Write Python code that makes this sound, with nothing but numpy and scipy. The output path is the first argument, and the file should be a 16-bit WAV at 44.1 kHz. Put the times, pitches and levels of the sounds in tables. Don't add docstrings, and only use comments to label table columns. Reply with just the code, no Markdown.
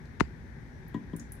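import sys
import numpy as np
from scipy import signal
from scipy.fft import rfft, irfft, next_fast_len
from scipy.io import wavfile

SR = 44100
rng = np.random.default_rng(int(sys.argv[2]) if len(sys.argv) > 2 else 0)


def store_wav(level_fs):
    pcm = np.round(np.clip(np.atleast_2d(level_fs), -1, 1) * 32767)
    wavfile.write(sys.argv[1], SR, pcm.T.astype(np.int16))


N = 61739
FFT_SIZE = next_fast_len(2 * N)
HZ, T = np.fft.rfftfreq(FFT_SIZE, 1 / SR), np.arange(N) / SR

# (time [s], relative level [dB])
SPLINTER_RUN = [(0.1992, -10), (.2000, -5), (.2012, -14), (0.2018, -6.5), (.2033, -11), (.2045, -12),
                (0.2036, -8.5), (0.2072, -2.5), (0.2072, 0.5), (.2100, -30), (0.2127, -10.5)]
# (frequency [Hz], relative level [dB])
SPLINTER_SPECTRUM = [(200, -1), (700, 2.5), (1900, 3.5), (3000, -2), (5500, -8), (8500, -14),
                     (10500, -25.5), (12500, -29), (16000, -45)]
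SNAP_SPECTRUM = [(300, -24), (560, -14), (700, -12), (800, -16), (900, -1), (1350, -1), (1620, -7),
                 (1850, -4), (2100, -5), (2400, -15), (2600, -14), (3000, -28), (3900, -22), (5000, -28),
                 (8000, -30), (11000, -50), (16000, -70)]
JOLT_SPECTRUM = [(20, -50), (45, -16), (68, 2), (92, -5.5), (150, 3), (310, 2), (420, -0.5), (560, -11),
                 (800, -11.5), (1500, -44), (4000, -63), (12000, -110)]
# (frequency [Hz], left minus right [dB])
CRACK_PAN = [(70, -25), (150, 8.5), (350, 2), (600, 7), (1000, 13), (1400, 29), (2000, 17.5), (4000, 26),
             (8000, 24), (12000, 2)]
# (time [s], thump gain [dB], wall ring gain [dB], click gain [dB])
BOTTLE_GULPS = [(0.9435, 21.5, -34, -43.5), (1.1325, 18, -44.5, -53.5)]
# (frequency [Hz], relative level [dB])
THUMP_SPECTRUM = [(40, -58), (100, -13.5), (160, -2), (240, -1), (330, -9.5), (420, -15), (600, -29),
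                  (900, -36), (3000, -80), (8000, -115)]
CLICK_SPECTRUM = [(300, 10), (600, 1), (1800, 0), (2600, -12), (3300, 3), (4100, -10), (5000, -18),
                  (7000, -12), (9000, -28.5), (15000, -25)]
# (frequency [Hz], relative level [dB], t60 [s])
BOTTLE_MODES = [(1002, 4, 0.064), (1140, -16, 0.055), (1290, -18, .05), (1655, -14, 0.046),
                (1898, -7, 0.078), (2910, -25.5, 0.11), (3316, -40, .07), (5630, -35, .06)]
# (time [s], level [dB], pitch [Hz], half-width [share of pitch],
# relative sizzle level [dB], left minus right [dB])
ICE_TICKS = [(0.055, -60, 4370, 0.24, -60, 9), (.8810, -57.5, 12100, 0.11, -3, 1),
             (1.1635, -45, 9600, 0.19, -8, -3), (1.1965, -46, 6770, 0.13, -45, 4.5),
             (1.3202, -41, 10380, 0.12, -42, 0)]
# (delay [s], gain [ratio])
WALL_ECHOES = [(0.0128, 0.13), (0.0177, 0.43)]
# (frequency [Hz], relative level [dB], t60 [s])
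ROOM_MODES = [(159, -48, 0.55), (231, -43.5, 0.52), (282.2, -38.5, 0.414), (329.4, -55, 0.29),
              (373, -51.5, 0.48), (449, -54, 0.17), (547, -58, .12)]
# (frequency [Hz], t60 [s])
ROOM_T60 = [(100, 0.51), (300, 0.25), (1000, 0.15), (4000, 0.26), (10000, 0.21), (16000, 0.13)]
# (frequency [Hz], relative level [dB])
RUMBLE_SPECTRUM = [(12, -40), (20, -20), (37, -7.5), (59, 0.5), (97, -4.5), (165, -2), (184, -14),
                   (219, -6), (309, -17), (386, -13.5), (428, -22.5), (700, -38.5), (910, -40),
                   (1540, -120)]
HISS_SPECTRUM = [(300, -14.5), (500, -4.5), (680, -9), (850, -3), (1050, -9.5), (1300, -12.5), (1620, -1.5),
                 (1900, -3), (2250, -9.5), (2800, -22.5), (3600, -20), (5000, -25.5), (5900, -23),
                 (7300, -32.5), (12800, -35.5), (15500, -61)]
# (frequency [Hz], left minus right [dB])
HISS_PAN = [(600, 2.5), (1300, 6), (2400, 12), (4400, 11), (8000, 6.5), (14000, -4)]

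CRACK_S, JOLT_LAG_S, SWAY_LAG_S, LEFT_LAG_S = 0.2071, 0.00025, 0.008, 0.0007
SPLINTER_DB, SNAP_DB, JOLT_DB = -23, 18.3, 23.5
TABLE_HZ, TABLE_DB, TABLE_T60 = 63, -30, 0.13
GULP_PAN_DB, WALL_PAN_DB, BOOM_DB = 4.5, 7, -19.5
SIZZLE_HZ, SIZZLE_WIDTH = 14800, 0.029
FIZZ_PEAK_S, FIZZ_SWELL_S, FIZZ_HZ, FIZZ_DB = 0.756, 0.041, 5730, -75.5
CRACK_ROOM_DB, SPLINTER_ROOM_DB = -35.5, -18.5
GULP_ROOM_DB, WALL_ROOM_DB, TICK_ROOM_DB = -7.5, -9, -5.5
RUMBLE_DB, HISS_DB, BAND_LIMIT_HZ = -45.5, -56.5, 15600


def ice_crack():
    envelope = np.sqrt(sum((amp(db) * decay(s, t60=0.01)) ** 2 for s, db in SPLINTER_RUN))
    splinters = burst(amp(SPLINTER_DB) * envelope, amp(curve(SPLINTER_SPECTRUM)))
    snap = amp(SNAP_DB) * pulse(CRACK_S, SNAP_SPECTRUM, spread_s=0.00088)
    jolt = amp(JOLT_DB) * pulse(CRACK_S + JOLT_LAG_S, JOLT_SPECTRUM, spread_s=0.00688)
    sway_s = CRACK_S + SWAY_LAG_S
    sway = ringing(sway_s, [(TABLE_HZ, TABLE_DB, TABLE_T60)], attack_s=0.0031)
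    table = filtered(jolt + sway, delay(LEFT_LAG_S * np.array([[.5], [-.5]])))
    direct = filtered(splinters + snap + table, pan(curve(CRACK_PAN)))
    crack_tail = amp(CRACK_ROOM_DB) * room(snap + jolt)
    splinter_tail = amp(SPLINTER_ROOM_DB) * pan(db=22) * room(splinters)
    return direct + crack_tail + splinter_tail


def bottle_gulps():
    out = np.zeros((2, N))
    echoes = 1 + sum(gain * delay(s) for s, gain in WALL_ECHOES)
    for s, thump_db, ring_db, click_db in BOTTLE_GULPS:
        thump = amp(thump_db) * pulse(s, THUMP_SPECTRUM, spread_s=0.00603)
        boom = amp(thump_db + BOOM_DB) * ringing(s, ROOM_MODES, attack_s=0.017)
        ring = amp(ring_db) * ringing(s, BOTTLE_MODES, attack_s=0.005)
        click = burst(amp(click_db) * decay(s, t60=0.047), amp(curve(CLICK_SPECTRUM)))
        wall = ring + click
        out += pan(GULP_PAN_DB) * (filtered(thump, echoes) + boom + amp(GULP_ROOM_DB) * room(thump))
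        out += pan(WALL_PAN_DB) * (wall + amp(WALL_ROOM_DB) * room(wall))
    return out


def ice_ticks():
    out = np.zeros((2, N))
    for s, db, hz, width, sizzle_db, pan_db in ICE_TICKS:
        colour = resonance(hz, width) + amp(sizzle_db) * resonance(SIZZLE_HZ, SIZZLE_WIDTH)
        tick = np.array([burst(amp(db) * decay(s, t60=0.042), colour) for side in range(2)])
        out += pan(pan_db) * (tick + amp(TICK_ROOM_DB) * room(tick[0]))
    return out


def soda_fizz():
    swell = np.exp(-((T - FIZZ_PEAK_S) / FIZZ_SWELL_S) ** 2)
    return pan(db=13) * amp(FIZZ_DB) * swell * noise(resonance(FIZZ_HZ, width=0.013))


def room(x):
    hz, t, spectra = signal.stft(rng.standard_normal((2, SR // 2)), SR, nperseg=256)
    fade = amp(-60 * t / curve(ROOM_T60, hz)[:, None])
    tail = signal.istft(spectra * fade, SR, nperseg=256)[1]
    tail *= np.minimum(np.arange(tail.shape[1]) / SR / 0.0084, 1)
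    wet = signal.fftconvolve(x[None], tail / np.linalg.norm(tail[0]), axes=1)[:, :N]
    mono_share = 1 / (1 + (HZ / 700) ** 2)
    wide = np.array([wet[1], (wet[0] - wet[1]) * np.sqrt(.5)])
    return filtered(wet[0], np.sqrt(mono_share)) + filtered(wide, np.sqrt(1 - mono_share))


def room_tone():
    rumble = amp(RUMBLE_DB) * pan(db=2.5) * stereo_noise(RUMBLE_SPECTRUM, correlation=0.76)
    hiss = amp(HISS_DB) * stereo_noise(HISS_SPECTRUM, correlation=0.02)
    return rumble + filtered(hiss, pan(curve(HISS_PAN)))


def pulse(s, spectrum, spread_s):
    cepstrum = irfft(np.log(amp(curve(spectrum))), FFT_SIZE)
    causal_fold = 1 + np.sign(FFT_SIZE / 2 - np.arange(FFT_SIZE))
    causal_fold[0] = 1
    minimum_phase = np.exp(rfft(cepstrum * causal_fold))
    dispersion = np.exp(-4j * np.pi * spread_s * np.sqrt(100 * HZ))
    return irfft(minimum_phase * dispersion * delay(s), FFT_SIZE)[:N]


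def ringing(s, modes, attack_s):
    rise = 1 - np.exp(-np.maximum(T - s, 0) / attack_s)
    return rise * sum(amp(db) * decay(s, t60) * np.sin(2 * np.pi * hz * (T - s)) for hz, db, t60 in modes)


def burst(envelope, colour):
    return filtered(envelope * rng.standard_normal(N), unit_rms(colour))


def stereo_noise(spectrum, correlation):
    angle = np.arccos(correlation) / 2
    colour = amp(curve(spectrum))
    mid, side = np.cos(angle) * noise(colour), np.sin(angle) * noise(colour)
    return np.array([mid + side, mid - side])


def noise(colour):
    return unit_rms(filtered(rng.standard_normal(N), colour))


def resonance(hz, width):
    detuning = HZ / hz - hz / (HZ + 1)
    return (1 + (detuning / (2 * width)) ** 2) ** -.75


def decay(s, t60):
    return (T >= s) * amp(-60 * np.maximum(T - s, 0) / t60)


def pan(db):
    gains = amp(np.array([[.5], [-.5]]) * db)
    return gains / np.sqrt(np.mean(gains ** 2, axis=0))


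def delay(s):
    return np.exp(-2j * np.pi * HZ * s)


def filtered(x, response):
    return irfft(rfft(x, FFT_SIZE) * response, FFT_SIZE)[..., :N]


def curve(points, hz=HZ):
    frequencies, values = np.transpose(points)
    return np.interp(np.log(hz + 1), np.log(frequencies + 1), values)


def amp(db):
    return 10 ** (np.asarray(db) / 20)


def unit_rms(x):
    return x / np.sqrt(np.mean(x ** 2) + 1e-20)


def scene():
    return ice_crack() + bottle_gulps() + ice_ticks() + soda_fizz() + room_tone()


def record(dry):
    return filtered(dry, 1 / np.sqrt(1 + (HZ / BAND_LIMIT_HZ) ** 120))


dry = scene()
out = record(dry)
store_wav(out)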